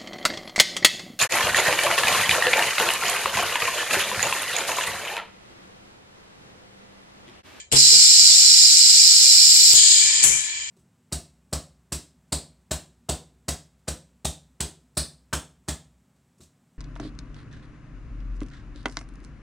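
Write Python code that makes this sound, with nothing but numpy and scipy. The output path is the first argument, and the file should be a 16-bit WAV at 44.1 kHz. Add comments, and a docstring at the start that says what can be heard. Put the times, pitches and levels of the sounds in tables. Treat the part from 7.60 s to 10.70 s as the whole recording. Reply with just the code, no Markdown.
"""Pneumatic breathing machine, one cycle

A valve snaps and air hisses into a box for two seconds. A second valve lets it vent through a
whistling hose, and a third snaps with a fading puff. The air is shaped noise, the snaps are short
noise bursts, and the table rings in decaying sine modes over a low room rumble.
A phone with two unlike microphone ports stands near; peaks above its ceiling are clipped.
"""
import sys
import numpy as np
from scipy import signal
from scipy.fft import rfft, irfft, next_fast_len
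from scipy.io import wavfile
from scipy.ndimage import uniform_filter1d

SR = 44100
rng = np.random.default_rng(int(sys.argv[2]) if len(sys.argv) > 2 else 0)


def put_to_file(sound):
    """Save the sound as 16-bit audio at rate SR, in the file named by the first command-line argument."""
    columns = np.atleast_2d(sound).T  # one column per channel
    safe = np.clip(columns, -1, 1)
    whole_steps = np.round(safe * 32767)
    wavfile.write(sys.argv[1], SR, whole_steps.astype(np.int16))


N = 136710  # length in samples, 3.1 s


def amp(db):
    """Turns decibels into an amplitude factor."""
    return 10 ** (np.asarray(db) / 20)


def evened(x):
    """Scales a signal to an RMS of 1."""
    return x / np.sqrt(np.mean(x ** 2) + 1e-20)


def gains(colour, peaks, hz):
    """Gain per port: a smooth colour lifted by narrow resonances, then levelled to an RMS of 1."""
    f, left_db, right_db = np.transpose(colour)
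    log_hz = np.log(hz + 1)  # the added 1 avoids log(0)
    gain = amp([np.interp(log_hz, np.log(f), port_db) for port_db in (left_db, right_db)])
    for centre_hz, width_hz, lift_db in peaks:
        offset = 2 * (hz - centre_hz) / width_hz
        gain = gain * (1 + (amp(lift_db) - 1) / (1 + offset ** 2))
    return gain / np.sqrt(np.mean(gain ** 2))


def coloured(direct, echo, colour, peaks=()):
    """Mixes direct sound, which reaches the right port later, with echo and colours both ports."""
    # likeness of the two ports: f/Hz, share of power heard directly (0-1); the rest is room echo
    direct_share = [(300, 0.88), (1000, 0.34), (2500, 0.37), (4000, 0.57), (5500, 0.58), (6500, 0.26),
                    (7900, 0.69), (9000, 0.37), (10300, 0.34), (12000, 0.14)]
    right_lag_s = 0.0003988
    size = next_fast_len(N + 8192)
    hz = np.fft.rfftfreq(size, 1 / SR)
    share = np.clip(np.interp(hz, *np.transpose(direct_share)), 0, 1)
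    # turning the phase in step with frequency delays the sound
    lag = np.exp(-2j * np.pi * hz * np.array([[0], [right_lag_s]]))
    direct_part = np.sqrt(share) * lag * rfft(direct, size)
    echo_part = np.sqrt(1 - share) * rfft(echo, size)
    both = direct_part + echo_part
    return irfft(both * gains(colour, peaks, hz), size)[:, :N]


def in_room(size, colour, peaks=()):
    """Noise of a given size over time, with an echo that lingers and differs at each port."""
    echo_t60_s = 0.25  # time for the echo to fall by 60 dB
    keep = np.exp(-2 * np.log(1000) / (echo_t60_s * SR))  # echo power kept per sample
    linger = np.sqrt(signal.lfilter([1 - keep], [1, -keep], size ** 2))
    direct = size * rng.standard_normal(N)
    echo = linger * rng.standard_normal((2, N))
    return coloured(direct, echo, colour, peaks)


def jet(flow, colour, peaks=()):
    """Turbulent air: noise whose level follows the flow and flutters at random."""
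    flutter_db, flutter_s = 0.5, 0.003  # RMS depth, averaging time
    s, flow_db = np.transpose(flow)
    level_db = np.interp(np.arange(N) / SR, s, flow_db, left=-120, right=-120)
    flutter = evened(uniform_filter1d(rng.standard_normal(N), round(flutter_s * SR)))
    return in_room(amp(level_db + flutter_db * flutter), colour, peaks)


def room_floor():
    """Low rumble of the room: steady noise, nearly alike at both ports."""
    # colour of the rumble: f/Hz, relative left level/dB, relative right level/dB
    floor_colour = [(20, -32, -30), (35, -23, -17), (68.3, -1.5, 1.5), (126, -8.5, -13.5), (226, -20, -20),
                    (600, -14.5, -16), (1500, -35, -24), (5000, -42, -47), (9000, -60, -60)]
    floor_db = -59.5
    rumble = coloured(rng.standard_normal(N), rng.standard_normal((2, N)), floor_colour)
    return amp(floor_db) * evened(rumble)


def table_knocks():
    """Each knock shakes the table briefly; its modes ring on as decaying sines."""
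    # what the table rings with: f/Hz, relative level/dB, full time to fall by 60 dB t60/s
    table_modes = [(66, -2, 0.42), (138.4, 4, 0.37), (272, -7.5, 0.4), (394, -4.5, 0.31), (468, 3, 0.096),
                   (559, -17, 0.13), (700, -5, 0.098), (890, -2, 0.11), (1040, -6, 0.13)]
    # knocks: start t/s, level/dB, strongest near f/Hz, shake length/s, share of full ring time (0-1)
    knock_list = [(0.119, -24.5, 248, 0.038, 1.), (0.314, -37.5, 390, 0.063, 0.64),
                  (2.13, -36, 500, 0.02, 0.26), (2.171, -43, 60, .05, 0.2), (2.438, -47, 270, 0.013, .4),
                  (2.632, -38, 250, 0.043, 0.4), (2.66, -40.5, 150, 0.11, 0.7)]
    octave_db = -4  # modes weaken by this per octave away from the strongest frequency
    out = np.zeros(N)
    t = np.arange(SR // 2) / SR
    for s, knock_db, near_hz, length, ring in knock_list:
        ringing = np.zeros(len(t))
        push = np.sin(np.pi * np.minimum(t / length, 1) ** 0.64) ** 2  # swells and fades once
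        for hz, db, t60 in table_modes:
            shake = rng.standard_normal(len(t)) * push
            response = amp(-60 * t / (t60 * ring)) * np.sin(2 * np.pi * hz * t)
            mode = signal.fftconvolve(shake, response)[:len(t)]
            mode_db = db + octave_db * abs(np.log2(hz / near_hz))
            ringing += amp(mode_db) * mode / abs(mode).max()
        part = out[round(s * SR):][:len(t)]  # a view: adding to it fills out
        part += amp(knock_db) * ringing[:len(part)]
    return out * amp([[1.5], [-1.5]])  # left a little louder than right


def valve_clicks():
    """Valve plungers land: noise bursts that start at once and die away exponentially."""
    # clicks: start t/s, starting level/dB, decay to 37 % in amplitude/s
    click_list = [(0.1242, -3, 0.0013), (0.135, -14, 0.00086), (2.133, -4, 0.0013), (2.638, 1, 0.0023),
                  (2.646, -9, 0.0029)]
    # colour of the clicks: f/Hz, relative left level/dB, relative right level/dB
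    click_colour = [(300, -19.5, -16), (1500, -14, -11.5), (3000, -5.5, -3), (5030, -16, -6.5),
                    (7500, 11, -9.5), (9900, -7, 4.5), (12500, -11.5, -12), (15400, -18, -34)]
    t = np.arange(N) / SR
    size = np.zeros(N)
    for s, db, decay in click_list:
        fade = np.exp(-np.maximum(t - s, 0) / decay)
        size += amp(db) * (t >= s) * fade
    return in_room(size, click_colour)


def fizz_jet():
    """Very high, faint fizz of air, made as bright jet noise."""
    # air flow: t/s, level/dB
    fizz_flow = [(.12, -70), (.16, -34), (1.4, -33.5), (2.13, -28), (2.18, -41), (2.36, -39), (2.6, -57),
                 (2.63, -70)]
    # colour of the fizz: f/Hz, relative left level/dB, relative right level/dB
    fizz_colour = [(8900, -38, -46), (11300, 6.5, -1), (12500, -2, -30), (14000, 0.5, -52),
                   (15800, -1, -60)]
    return jet(fizz_flow, fizz_colour)


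def opening_jet():
    """Short first rush of air around the first snap, made as jet noise."""
    # air flow: t/s, level/dB
    opening_flow = [(.113, -62), (.117, -20), (.121, -22), (.13, -17), (.155, -18), (.18, -32)]
    # colour of the rush: f/Hz, relative left level/dB, relative right level/dB
    opening_colour = [(800, -10.5, -20.5), (1500, -28, -14.5), (2500, -18, -11), (3500, -12, -5.5),
                      (4700, -20, -5.5), (5500, -9, -8), (6600, -16, -28), (7600, 2.5, -18),
                      (8400, -3.5, -22), (9300, -11, -18), (10500, -24, -19), (11800, -30, -32),
                      (13000, -75, -74), (15500, -49, -75)]
    return jet(opening_flow, opening_colour)


def puff_jet():
    """Fading puff at the third snap: jet noise that starts loud and dies away."""
    # air flow: t/s, level/dB
    puff_flow = [(2.624, -70), (2.63, -5), (2.637, -15), (2.645, -15.5), (2.68, -15), (2.76, -20),
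                 (2.86, -33.5), (2.95, -53)]
    # colour of the puff: f/Hz, relative left level/dB, relative right level/dB
    puff_colour = [(300, -23, -22), (796, -25.5, -24.5), (1530, -23, -20), (2260, -15.5, -8),
                   (3380, -28, -27), (5150, -29, -15.5), (5820, -1, -6), (7240, 6, -18), (7600, 7.5, -19),
                   (8340, -5, -5), (9000, -5, -20), (9500, -11, -4), (11300, -29, -22.5), (12500, -32, -44),
                   (14000, -40, -52), (15500, -51, -75)]
    return jet(puff_flow, puff_colour)


def hose_jet():
    """Air in the hose: jet noise that narrow resonances make whistle."""
    # air flow: t/s, level/dB
    hose_flow = [(0, -32), (.03, -60), (.06, -77), (.1, -80), (2.13, -75), (2.16, -26.5), (2.3, -26.5),
                 (2.45, -22.5), (2.62, -22.5), (2.8, -27.5), (2.95, -28), (3.1, -32.5)]
    # colour of the hose: f/Hz, relative left level/dB, relative right level/dB
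    hose_colour = [(300, -29, -33), (690, -36, -35), (1450, -21, -24), (2040, -18, -7.5), (2880, -16, -10),
                   (3930, -17, -10.5), (4960, -24, -5.5), (5500, -9, -21), (6100, -9.5, -15),
                   (7180, 5, -20), (8420, -11.5, -25), (9200, -37, -32), (10500, -75, -38),
                   (11500, -75, -75), (12500, -75, -63)]
    # narrow resonances: f/Hz, width/Hz, lift/dB
    hose_peaks = [(960, 140, 14), (1744, 80, 14.8), (2348, 52, 16.8), (3090, 23, 18.7), (3300, 56, 10),
                  (3460, 30, 9), (3870, 29, 15), (4220, 50, 12), (4870, 57, 6), (5190, 45, 5.1),
                  (5870, 38, 3.3), (6500, 51, 4.4)]
    return jet(hose_flow, hose_colour, hose_peaks)


def vent_jet():
    """Air venting after the second snap: jet noise that weakens and then stops."""
    # air flow: t/s, level/dB
    vent_flow = [(2.136, -45), (2.146, -9.5), (2.25, -11.5), (2.4, -13.5), (2.55, -19.5), (2.635, -20),
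                 (2.65, -60)]
    # colour of the vent: f/Hz, relative left level/dB, relative right level/dB
    vent_colour = [(300, -44, -45.5), (800, -54, -47), (1510, -37, -35), (2510, -32, -25.5),
                   (3240, -19, -13), (4200, -18, -6.5), (5120, -19.5, -4.5), (5230, -13, -21),
                   (5900, -16, -20), (6640, -4, -10), (7260, 1, -26), (7830, -7.5, -9.5), (8300, -3.5, -17),
                   (9140, -27.5, -25), (9800, -30, -21.5), (10850, -40, -36), (13000, -72, -70)]
    # narrow resonances: f/Hz, width/Hz, lift/dB
    vent_peaks = [(3080, 91, 6.4), (4240, 50, 4.5), (5080, 43, 6.3), (6000, 60, 4), (6350, 70, 4)]
    return jet(vent_flow, vent_colour, vent_peaks)


def fill_jet():
    """Air hissing into the box for two seconds: jet noise with the narrow resonances of the box."""
    # air flow: t/s, level/dB
    fill_flow = [(.15, -46), (.158, -10.5), (.22, -10), (.6, -10), (1.4, -11), (2.13, -10.5), (2.145, -46)]
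    # colour of the hiss: f/Hz, relative left level/dB, relative right level/dB
    fill_colour = [(294, -44.5, -43), (775, -45, -47.5), (1506, -32.5, -34), (2040, -25, -23),
                   (3010, -24.5, -24), (3690, -20.5, -11), (4200, -13, -2.5), (4850, -21, -1.5),
                   (5240, -7, 1.5), (6120, -9.5, -6.5), (6480, -6, -32.5), (7590, 2.5, -19.5),
                   (8070, -5.5, -20), (8600, -12.5, -17.5), (8900, -12, -44), (9650, -21, -19),
                   (10940, -19.5, -18), (11800, -30.5, -31), (12900, -70, -75)]
    # narrow resonances (a negative lift is a dip): f/Hz, width/Hz, lift/dB
    box_peaks = [(1430, 120, 9), (2389, 46, 10), (3000, 320, 8), (3590, 27, 10.5), (3890, 21, 8),
                 (4110, 47, 6.5), (4250, 30, 6.5), (4300, 40, 1.5), (4643, 29, 7), (4810, 23, 7.5),
                 (4910, 37, 11.5), (5120, 24, 3), (5410, 29, 8.5), (6680, 40, 5), (7120, 39, 5.5),
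                 (7490, 50, 5), (7590, 31, -2), (7780, 45, 6), (8560, 66, 7), (9900, 160, 0.5),
                 (10400, 95, -7)]
    return jet(fill_flow, fill_colour, box_peaks)


def scene():
    """Adds the room, the table, the valves and all the air jets."""
    background = room_floor() + table_knocks()
    faint_air = fizz_jet() + opening_jet()
    main_air = puff_jet() + hose_jet() + vent_jet() + fill_jet()
    return background + valve_clicks() + faint_air + main_air


def record(dry):
    """The microphones clip peaks above the ceiling; a low-pass filter then limits the treble."""
    ceiling, edge_hz = 1, 15830
    cut = np.clip(dry, -ceiling, ceiling)
    low_pass = signal.firwin(511, edge_hz, window=("kaiser", 9), fs=SR)
    return signal.oaconvolve(cut, low_pass[None], "same")


dry = scene()
out = record(dry)
put_to_file(out)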